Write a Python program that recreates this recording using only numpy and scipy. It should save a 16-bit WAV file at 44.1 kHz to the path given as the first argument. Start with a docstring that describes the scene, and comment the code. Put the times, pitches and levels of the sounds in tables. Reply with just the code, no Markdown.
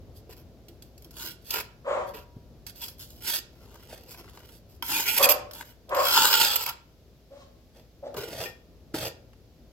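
"""Back yard: a steel trowel scrapes wet mortar off a low concrete block wall.
Blade: random sand-grain snaps shaped by push and steel resonances, plus ticks, skids and squeals.
Blocks knock, one low thump falls and gravel clacks: damped tones and filtered noise bursts.
Far off, a large dog barks five times: rough pulses through throat resonances.
Background: low rumble and thin hiss of filtered noise, and a faint machine hum of wavering sines."""
import sys
import numpy as np
from scipy import signal
from scipy.fft import rfft, irfft
from scipy.io import wavfile

SR = 44100
rng = np.random.default_rng(int(sys.argv[2]) if len(sys.argv) > 2 else 0)


def unload_audio(sound):
    """Save the sound as a 16-bit wav file, at the path given as the first command line argument."""
    columns = np.transpose(np.atleast_2d(sound))
    # keep every value between -1 and 1, then stretch to whole-number steps
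    steps = np.round(np.clip(columns, -1, 1) * 32767)
    wavfile.write(sys.argv[1], SR, steps.astype(np.int16))


N = 428634
TIME = np.arange(N) / SR
HZ = np.fft.rfftfreq(4096, 1 / SR)
BAND_EDGE_HZ = 16050


# blade colour, one table per way of holding it: hz, density_db_per_hz (relative)
LIGHT_COLOUR = [(150, -26), (340, -7.5), (560, -13), (780, -18), (950, -6.5), (1150, -14), (1500, -7),
                (2000, -9.5), (3400, -3), (5000, -3), (6500, -7), (9500, -9.5), (12200, 3), (16000, -6.5)]
EDGE_COLOUR = [(150, -19), (330, -12), (520, -13.5), (750, -13.5), (940, -8.5), (1160, -23), (1450, -12.5),
               (1900, -9.5), (2900, -7), (5000, -9.5), (7200, -10.5), (9400, -12.5), (11000, -6.5),
               (12400, 3), (16000, -13.5)]
FACE_COLOUR = [(150, -20.5), (300, -15), (520, -1.5), (690, -13.5), (880, 1), (1120, -6.5), (1350, 0.5),
               (2050, -10.5), (2700, -2), (3300, 0), (5100, -3), (6000, -11.5), (7400, -4.5), (10000, -15),
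               (12400, 0), (16000, -8)]
MORTAR_COLOUR = [(50, -23), (120, -1.5), (220, -8.5), (330, -3), (490, 4.5), (620, -3.5), (720, -5.5),
                 (1200, -12.5), (1420, -12), (1800, -14.5), (2450, -13), (3400, -13.5), (5000, -14.5),
                 (9500, -23), (12300, -13.5), (16000, -23)]


def trowel():
    """Four ways of working the blade, each with its own grit and colour."""
    light = singing(scrape("light", grit(2200, 3.5, 0.94, 180), level_db=0.0))
    light = light + ticks() + crumbs()
    edge = singing(scrape("edge", grit(6000, 3.6, 1.3, 260), level_db=-0.5) + skids())
    face = scrape("face", grit(5000, 3.1, 2.4, 300), level_db=-1.5)
    mortar = scrape("mortar", grit(4000, 4.0, 1.33, 220), level_db=1.5)
    return (roaming(light, lambda: steel(LIGHT_COLOUR, ring_db=-2.0))
            + roaming(edge, lambda: steel(EDGE_COLOUR, ring_db=0.0))
            + roaming(face, lambda: steel(FACE_COLOUR, ring_db=-1.0, side=0.35))
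            + roaming(mortar, lambda: steel(MORTAR_COLOUR, ring_db=-5, side=0.24)))


# trowel strokes: start_s, lean_in_s, hold_s, ease_off_s, level_db (before the way's level),
# low_body_db, way
STROKES = [ (0.133, 0.042, .005, .03, -56, -14.5, "light"), (.29, 0.015, .01, .06, -56.5, 9, "light"),
           (0.358, .01, .01, 0.07, -61.5, 5, "light"), (1.126, 0.12, 0.0073, .11, -39.5, 0.5, "light"),
           (1.411, 0.1, 0.012, 0.024, -48, -2.5, "light"), (1.496, 0.052, 0.052, 0.031, -38, 13, "light"),
           (2.056, .025, .005, 0.046, -54, -2, "light"), (2.131, 0.011, 0.019, 0.084, -53, 16, "light"),
           (2.662, 0.0068, 0.026, 0.028, -48.5, 1.5, "light"),
           (2.744, 0.021, 0.027, 0.018, -53.5, -2, "light"),
           (2.793, 0.028, 0.0126, 0.097, -41, -2.5, "light"),
           (2.976, 0.023, 0.033, 0.05, -48.5, -9, "light"),
           (3.055, 0.027, 0.114, 0.021, -59.5, -21, "light"),
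           (3.203, 0.11, 0.045, 0.051, -31, 1.5, "light"), (3.437, 0.21, 0.77, 0.23, -67.5, -0.5, "mortar"),
           (3.862, 0.062, 0.0085, 0.061, -59.5, -4.5, "mortar"),
           (4.06, 0.071, .005, 0.03, -47.5, 1, "light"), (4.153, 0.045, 0.0079, 0.021, -61, 1, "mortar"),
           (4.37, 0.17, .025, 0.055, -61, -18, "light"), (4.68, 0.013, 0.066, 0.022, -65, -5, "light"),
           (4.825, 0.12, 0.043, 0.11, -28, 0.5, "edge"), (5.037, 0.053, 0.13, .03, -30, -0.5, "edge"),
           (5.53, 0.035, 0.048, 0.02, -48, 5, "edge"), (5.618, 0.039, 0.043, 0.067, -57, 2, "edge"),
           (5.932, .24, .19, 0.32, -22.5, -1, "face"), (6.651, .014, 0.025, 0.049, -41, 7.5, "face"),
           (7.73, .02, 0.046, 0.077, -69.5, 2.5, "mortar"), (8.159, .012, 0.036, 0.14, -47, 0, "mortar"),
           (8.244, .16, .04, 0.071, -44.5, -0.5, "mortar"),
           (8.935, 0.013, 0.12, 0.056, -42.5, -2.5, "mortar")]
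JUDDER_DB, JUDDER_HZ = 2.5, 72


def scrape(way, grains, level_db):
    """Push sets the snap size; low body varies per stroke; the blade judders when the push is slack."""
    force, body = np.zeros(N), np.zeros(N)
    for start_s, rise_s, hold_s, fall_s, stroke_db, body_db, held in STROKES:
        if held == way:
            effort = push(rise_s, hold_s, fall_s)
            judder_db = JUDDER_DB * (1 - effort) * wander(JUDDER_HZ, count=len(effort))
            stroke = gain_of(stroke_db) * effort * gain_of(judder_db)
            add(force, start_s, stroke)
            add(body, start_s, stroke * (gain_of(body_db) - 1))
    return gain_of(level_db) * (force * grains + body * below(grains, 2400))


TOUCH_DB, PUSH_CURVE = -25, 1.6  # start and end level below hold; slope exponent


def push(rise_s, hold_s, fall_s):
    """Attack, hold and release of an effort, as a gain."""
    t = np.arange(0, rise_s + hold_s + fall_s, 1 / SR)
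    slack = np.maximum(np.maximum(1 - t / rise_s, (t - rise_s - hold_s) / fall_s), 0)
    return gain_of(TOUCH_DB * slack ** PUSH_CURVE) * signal.windows.tukey(len(t), .04)


def grit(per_s, spread_db, chatter_db, chatter_hz):
    """Sand grains snap under the blade, a few large, in clumps as it sticks and slips."""
    size_db = spread_db * np.minimum(rng.exponential(1, N), 4)
    size = gain_of(size_db) * rng.choice([-1., 1.], N)
    snaps = rng.random(N) < per_s / SR
    chatter = gain_of(chatter_db * np.clip(wander(chatter_hz), -2, 2))
    return evened(size * snaps * chatter)


# edge catches and sings a fuzzy note: start_s, length_s, pitch_hz, over_grit_db (before level_db)
SQUEALS = [(2.805, .05, 3380, 13.5), (4.915, .09, 2430, 13), (5.044, .055, 2280, 14),
           (5.089, .04, 2550, 13.5), (5.126, .21, 2460, 6.5)]


def singing(drive, width_hz=190, level_db=-2, waver=0.02, waver_hz=45):
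    """Adds a resonance to the grit while the edge catches; pitch wavers with the contact point."""
    out = drive.copy()
    r = np.exp(-np.pi * width_hz / SR)
    for start_s, length_s, pitch_hz, squeal_db in SQUEALS:
        grains = drive[round(start_s * SR):][:round(length_s * SR)]
        wavering_hz = pitch_hz * (1 + waver * wander(waver_hz, count=len(grains)))
        turn = np.exp(2j * np.pi * np.cumsum(wavering_hz) / SR)
        # shift to 0 Hz, low-pass, shift back: a resonance of moving pitch
        slow = signal.lfilter([1 - r], [1, -r], grains / turn + 1e-18)
        note = 2 * (turn * slow).real
        add(out, start_s, gain_of(squeal_db + level_db) * note * signal.windows.tukey(len(note), .4))
    return out


# blade ticks on a stone: start_s, level_db (before ticks' level_db), body_below_2khz_db
TICKS = [(0.171, -51, -10), (0.2937, -52, 8), (0.6834, -38.5, -8), (.822, -36.5, -5), (.9778, -40.5, -9.5),
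         (1.0216, -43, -15), (1.045, -39, -11), (1.108, -38, -2), (1.1668, -31, 4), (1.506, -16.5, -3.5),
         (1.5394, -18, 3), (2.1455, -42, 20), (2.6658, -27.5, -1), (2.882, -28, 1), (2.999, -38, -40),
         (3.1035, -38, -24), (3.755, -43, 6), (4.359, -50, -10), (4.489, -44, 16.5), (4.8242, -25, 17.5),
         (4.863, -26, -4), (5.5107, -34, 4.5), (5.5333, -30, -7), (5.892, -37.5, 5), (5.9473, -24, 14),
         (6.599, -34, -9), (8.142, -39, 5), (8.172, -31.5, 3), (8.2325, -43.5, 0), (8.4372, -26, 11),
         (8.942, -36, 22)]


def ticks(level_db=-9, fade_s=0.0031, crumble_db=-16, crumble_s=0.036):
    """A sharp noise crack where the blade meets a stone, then a little crumbling."""
    drive, t = np.zeros(N), TIME[:8192]
    fade = np.exp(-t / fade_s) + gain_of(crumble_db) * np.exp(-t / crumble_s)
    for start_s, tick_db, body_db in TICKS:
        crack = rng.standard_normal(len(t))
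        crack = crack + (gain_of(body_db) - 1) * below(crack, 2000)
        add(drive, start_s, gain_of(tick_db + level_db) * fade * crack)
    return drive


# blade bites and skids: start_s, length_s (before the closing ramp), level_db (before skids' level_db)
SKIDS = [(1.534, 0.0098, -38.5), (2.814, 0.035, -49), (4.994, 0.0098, -34.5), (5.076, 0.029, -34.5),
         (5.176, 0.0083, -25), (5.225, 0.032, -22), (5.287, 0.036, -23.5), (5.546, 0.0061, -48.5),
         (6.323, 0.012, -39), (6.556, 0.0082, -23.5), (6.62, 0.018, -36), (6.658, 0.0095, -29.5),
         (6.687, 0.0084, -33.5)]


def skids(level_db=2, ramp_s=.002):
    """Short hard rasps where the edge breaks through the mortar onto bare concrete."""
    force = np.zeros(N)
    for start_s, length_s, skid_db in SKIDS:
        inside_s = np.minimum(TIME - start_s, start_s + length_s + ramp_s - TIME)
        force += gain_of(skid_db) * np.clip(inside_s / ramp_s, 0, 1)
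    return gain_of(level_db) * force * grit(12000, 1.8, 2.1, 500)


CRUMBS_START_S, CRUMBS_END_S, CRUMBS_DB = 3.65, 4.56, -64.5


def crumbs(per_s=70, spread_db=3):
    """Single loose grains drop on the steel."""
    during = (TIME > CRUMBS_START_S) & (TIME < CRUMBS_END_S)
    return gain_of(CRUMBS_DB) * during * grit(per_s, spread_db, 1.33, 15)


# blade modes: hz (before drift), width_hz, over_plain_grit_db (before ring_db)
BLADE_MODES = [(930.3, 120, 5), (1396, 120, 7.5), (1424, 33, -4.5), (1870, 22, -4), (2354, 100, 4.5),
               (2460, 51, -13.5), (2820, 50, 1.5), (3350, 52, 9.5), (4170, 70, -2), (4630, 90, 4.5),
               (5110, 320, 6), (6790, 740, 1.5), (7650, 172, 1)]
# stereo balance: hz, left_minus_right_db (before side)
BALANCE = [(300, 1), (900, -3.5), (2200, -9), (4000, -8.5), (8000, 5), (10500, -9.5), (12500, -11.5),
           (16000, 1)]


def steel(colour, ring_db, side=0.59, drift=0.012):
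    """Stereo grain response: a broad colour and the blade's modes, which shift with the contact point."""
    modes = np.zeros(len(HZ))
    for mode_hz, width_hz, mode_db in BLADE_MODES:
        shifted_hz = mode_hz * (1 + drift * (2 * rng.random() - 1))
        modes += gain_of(mode_db + ring_db) ** 2 / (1 + (2 * (HZ - shifted_hz) / width_hz) ** 2)
    gain = gain_of(read(colour, HZ)) * np.sqrt(1 + modes)
    gain /= np.sqrt(np.mean(gain ** 2 * (HZ > 4000) * (HZ < BAND_EDGE_HZ)))
    ears = gain * gain_of(side * read(BALANCE, HZ) * np.array([[.5], [-.5]]))
    # minimum phase: the ringing follows the snap
    cepstrum = irfft(np.log(ears + 1e-6))
    cepstrum[:, 1:2048] *= 2
    cepstrum[:, 2049:] = 0
    return irfft(np.exp(rfft(cepstrum)))


# blade lifts off: start_s, level_db (before mode_db)
LIFTS = [(6.734, -59), (8.457, -35), (9.08, -48)]
# free blade modes: hz, mode_db, t60_s (before damping)
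FREE_BLADE_MODES = [(1840, -1.5, 0.19), (2422, -1, 0.11), (2740, -17, 0.28), (3344, -10, 0.32),
                    (5260, -16, 0.42)]
BLADE_DAMPING = 0.82  # share of t60 that the wet blade keeps


def pings(level_db=0):
    """Free of the mortar, the steel rings on for a moment in damped modes."""
    out = np.zeros(N)
    for start_s, lift_db in LIFTS:
        for hz, mode_db, t60_s in FREE_BLADE_MODES:
            ring_on = blow(hz, t60_s * BLADE_DAMPING, noise_db=-9)
            add(out, start_s, gain_of(lift_db + mode_db + level_db) * ring_on)
    return out


# dull knocks on the blocks, and one low thump at 2.363 s, a footfall or wind buffet:
# start_s, level_db, pitch_hz, t60_s
KNOCKS_AND_THUMP = [(0.292, -38, 445, 0.06), (.690, -44, 341, 0.16), (1.051, -47, 336, 0.16),
                    (1.238, -46.5, 334, 0.32), (1.565, -34, 338, 0.14), (2.147, -31, 440, 0.074),
                    (2.363, -22, 86.9, 0.037), (3.929, -26.5, 470, 0.027), (4.208, -36, 410, 0.02),
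                    (8.144, -29, 487, 0.072), (8.161, -29, 123, 0.19), (8.176, -32.5, 394, 0.15),
                    (8.941, -17.5, 323, 0.046)]
# gravel clacks underfoot: start_s, level_db (before gravel_db), pitch_hz
GRAVEL = [(3.7544, -40, 1000), (3.8267, -43, 991), (4.1442, -34, 1150), (4.373, -36, 1230),
          (4.401, -40, 1270), (5.6083, -25.5, 1740), (5.624, -32.5, 1490), (9.3322, -46, 985)]
STEP_START_S, STEP_END_S = 3.85, 4.52
PEBBLE_DB, PEBBLE_HZ = -45, 1400  # centres of random spreads; level is before gravel_db


def knocks_and_gravel(dull_db=0, gravel_db=-5, gravel_s=0.003, count=10):
    """Block knocks and the low thump die fast; gravel and random small pebbles give short, dry clicks."""
    out, t = np.zeros(N), TIME[:2048]
    for start_s, level_db, hz, t60_s in KNOCKS_AND_THUMP:
        add(out, start_s, gain_of(level_db + dull_db) * blow(hz, t60_s, noise_db=-5.0))
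    pebbles = []
    for when, size, pitch in rng.random((count, 3)):
        start_s = np.interp(when, [0, 1], [STEP_START_S, STEP_END_S])
        pebbles.append((start_s, PEBBLE_DB + 6 * (size - .5), PEBBLE_HZ * 2 ** (pitch - .5)))
    for start_s, level_db, hz in GRAVEL + pebbles:
        click = evened(resonate(rng.standard_normal(len(t)), hz, hz * .9))
        add(out, start_s, gain_of(level_db + gravel_db) * click * np.exp(-t / gravel_s))
    return out


def blow(hz, t60_s, noise_db):
    """A damped sine blurred by a band of noise."""
    t = TIME[:8192]
    width_hz = hz * 1.25
    blur = evened(resonate(resonate(rng.standard_normal(len(t)), hz, width_hz), hz, width_hz))
    fade = np.exp(-np.log(1000) * t / t60_s) * (1 - np.exp(-2 * t * hz))
    tone = np.sin(2 * np.pi * hz * t)
    return fade * (tone + gain_of(noise_db) * blur) / np.sqrt(1 + gain_of(noise_db) ** 2)


# barks: start_s, length_s, throat_db (before level_db), level_change_db (start to end),
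# upper_at_end_db, upper_extra_at_start_db, pitch_hz (before arch and jitter), roughness_0_1
BARKS = [(1.843, 0.22, -33.5, -12, -0.5, -0.5, 271.8, 0.79), (5.172, 0.16, -29, -0.5, -1, 1.5, 262.6, 0.71),
         (5.885, .155, -30.5, 3, 6, -6.5, 271.8, 0.91), (7.291, .16, -55, -20, 7, -28, 280.6, 0.41),
         (8.022, 0.069, -38, 0, -12, -34, 286.2, 0.62)]
# throat resonances, lowest first: hz, width_hz (before widening), level_db
THROAT = [(260, 26, -1.5), (566.4, 105, 4.5), (710, 90, -3), (1027, 230, 1.5), (1310, 540, -10),
          (2900, 170, -24.5), (7040, 730, -24.5)]
BARK_RISE, BARK_FALL = 0.26, 0.19  # shares of bark length
JAW_HISS_DB, JAW_HISS_HZ = -56, 4200


def dog(level_db=0, arch=0.093, jitter=0.036, widening=1.5):
    """Rough pulses on a pitch arch pass the throat; the mouth sets the upper resonances, air hisses out."""
    out = np.zeros(N)
    for start_s, length_s, throat_db, change_db, mouth_db, shut_db, pitch_hz, rough in BARKS:
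        hold_s = length_s * (1 - BARK_RISE - BARK_FALL)
        effort = push(length_s * BARK_RISE, hold_s, length_s * BARK_FALL)
        along, rough = np.linspace(0, 1, len(effort)), np.clip(rough, 0, 1)
        bend = arch * (np.sin(np.pi * along) - .8)
        bend = bend + jitter * rough * wander(200, count=len(along))
        turns = np.cumsum(pitch_hz * (1 + bend)) / SR
        folds = evened(sum(np.cos(2 * np.pi * k * turns) for k in range(1, 28)))
        puffs = evened((0.31 + np.exp(-(turns % 1) / .3)) * rng.standard_normal(len(along)))
        drive = (1 - rough) * folds + 2 * rough * puffs
        parts = []
        for hz, width_hz, part_db in THROAT:
            wide_hz = width_hz * widening
            part = resonate(resonate(drive, hz, wide_hz), hz, wide_hz)
            parts.append(gain_of(part_db) * evened(part))
        chest, low, *upper = parts
        mouth = gain_of(mouth_db + shut_db * (1 - along))
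        voice = (1 - rough) ** 2 * chest + low + mouth * sum(upper)
        voice = gain_of(throat_db + level_db + change_db * (along - .5)) * voice
        hiss = along * evened(resonate(rng.standard_normal(len(along)), JAW_HISS_HZ, JAW_HISS_HZ))
        add(out, start_s, effort * (voice + gain_of(JAW_HISS_DB) * below(hiss, 7500)))
    return out


def lingering(x, hz=960, width_hz=2.3, level_db=9, until_s=2.3):
    """A narrow resonance leaves a faint tone hanging on after the first bark."""
    return gain_of(level_db) * resonate(x * (TIME < until_s), hz, width_hz)


# noise floor shape: hz, density_db_per_hz (relative)
FLOOR = [(20, -24), (40, -6.5), (58, -7), (75, 0), (110, -3), (200, -11), (400, -12.5), (650, -17),
         (900, -28), (1900, -34.5), (5000, -33), (7000, -39.5), (9200, -48.5), (12300, -37.5), (16000, -44)]
# rumble and hum swell: time_s, about_usual_level_db
SWELL = [(0, 4), (.7, -1), (2.3, 0.5), (4.6, -1), (6.2, -1), (7.0, -5), (7.7, -3.5), (8.7, -0.5), (9.7, -2)]
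# machine hum: hz, level_db (before swell)
HUM = [(57, -58), (120, -71), (240, -69)]
# noise likeness of the two sides: hz, correlation
LIKENESS = [(30, .8), (120, 0.93), (400, 1), (1000, .6), (3000, 0.1), (15000, .1)]


def outdoors(rumble_db=-53.5, gust_db=-1.0):
    """A low rumble that swells slowly and flickers, thin steady hiss and a far machine's wavering hum."""
    hz = np.fft.rfftfreq(N, 1 / SR)
    left, other = rfft(rng.standard_normal((2, N)))
    same = np.clip(read(LIKENESS, hz), -1, 1)
    sides = np.array([left, same * left + np.sqrt(1 - same ** 2) * other])
    noise = gain_of(rumble_db) * evened(irfft(sides * gain_of(read(FLOOR, hz)), N))
    low = below(noise, 1500)
    hum = np.zeros((2, N))
    for hum_hz, hum_db in HUM:
        phase = 2 * np.pi * hum_hz * TIME + wander(6.5) + np.array([[0], [.7]])
        hum += gain_of(hum_db) * np.sqrt(2) * np.sin(phase)
    swell = gain_of(np.interp(TIME, *np.transpose(SWELL)) + gust_db * wander(11))
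    return (low + hum) * swell * gain_of([[.9], [-.9]]) + noise - low


def scatter(early_db, early_s, lag, mono_hz=900):
    """Direct sound, later on the right by about lag samples, then scatter off ground and blocks."""
    t = TIME[:4096]
    right_lag = lag * rng.uniform(.3, 1.5)
    direct = np.array([np.sinc(t * SR - 8), np.sinc(t * SR - 8 - right_lag)])
    early = rng.standard_normal((2, len(t)))
    early += below(early[0] - early, mono_hz)  # bass alike on both sides
    early = evened(early * np.exp(-t / early_s) * (t > .0004)) / np.sqrt(len(t))
    return (direct + gain_of(early_db) * early) / np.sqrt(1 + gain_of(early_db) ** 2)


# yard tail: hz, t60_s
YARD = [(200, .55), (900, 0.49), (3000, 0.38), (7000, 0.3), (15000, 0.11)]


def yard(x, step_s=.07, mono_hz=480):
    """Tail between the house walls: sparse reflections, treble dying first, bass alike on both sides."""
    def tail():
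        signs = rng.choice([-1., 1.], (2, 24000))
        taps = signs * (rng.random((2, 24000)) < .15) * (TIME[:24000] > .01)
        taps += below(taps[0] - taps, mono_hz)
        hz, when_s, z = signal.stft(taps, SR, nperseg=256)
        decay = gain_of(-60 * when_s / read(YARD, hz)[:, None])
        response = signal.istft(z * decay, SR, nperseg=256)[1]
        return response / np.linalg.norm(response[0])
    return roaming(x, tail, step_s, count=3)


def roaming(x, draw_response, step_s=.09, count=7):
    """A moving source: its sound fades from one place's response into the next, in a cycle."""
    place = TIME / step_s
    out = np.zeros((2, N))
    for k in range(count):
        share = np.sin(np.pi / 2 * np.maximum(1 - abs((place - k) % count - 1), 0))
        out += ring(x * share, draw_response())
    return out


def ring(x, response):
    """Plays a drive through a left and a right response."""
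    return signal.oaconvolve(np.atleast_2d(x), response, axes=1)[:, :N]


def resonate(x, hz, width_hz):
    """A two-pole resonance with a peak gain of one."""
    return signal.lfilter(*signal.iirpeak(hz, hz / width_hz, fs=SR), x)


def below(x, hz):
    """Low-pass without delay."""
    return irfft(rfft(x) / (1 + (np.fft.rfftfreq(x.shape[-1], 1 / SR) / hz) ** 4), x.shape[-1])


def wander(hz, count=N):
    """Random line of unit rms that changes course hz times a second."""
    knots = rng.standard_normal(count // 16 + 4)
    return evened(np.interp(np.arange(count) * hz / SR, np.arange(len(knots)), knots))


def gain_of(db):
    """Decibels to amplitude."""
    return 10 ** (np.asarray(db) / 20)


def evened(x):
    """Scales to an rms of one."""
    return x / np.sqrt(np.mean(x ** 2) + 1e-20)


def read(points, hz):
    """Reads a spectrum table on a log-frequency axis."""
    f, value = np.transpose(points)
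    return np.interp(np.log(hz + 1), np.log(f + 1), value)


def add(mix, start_s, sound):
    """Mixes a sound in at start_s."""
    part = mix[max(round(start_s * SR), 0):][:len(sound)]
    part += sound[:len(part)]


def scene():
    """The trowel is near, the dog far off with its own longer scatter; both feed the yard tail."""
    near = roaming(trowel() + knocks_and_gravel() + pings(),
                   lambda: scatter(early_db=3.5, early_s=0.0037, lag=3.1, mono_hz=1010))
    barks = dog(level_db=-1.5)
    far = roaming(barks, lambda: scatter(early_db=-2.0, early_s=0.057, lag=6.5, mono_hz=650),
                  step_s=.05, count=3)
    tail = yard(gain_of(-14.5) * near + gain_of(-8.0) * far)
    return near + far + lingering(barks) + tail + outdoors()


def record(dry):
    """Rounds off the hardest peaks, then limits the band."""
    rounded = dry / (1 + (dry / .8) ** 4) ** .25
    low_pass = signal.firwin(511, BAND_EDGE_HZ, window=("kaiser", 9), fs=SR)
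    return signal.oaconvolve(rounded, low_pass[None], "same")


dry = scene()
out = record(dry)
unload_audio(out)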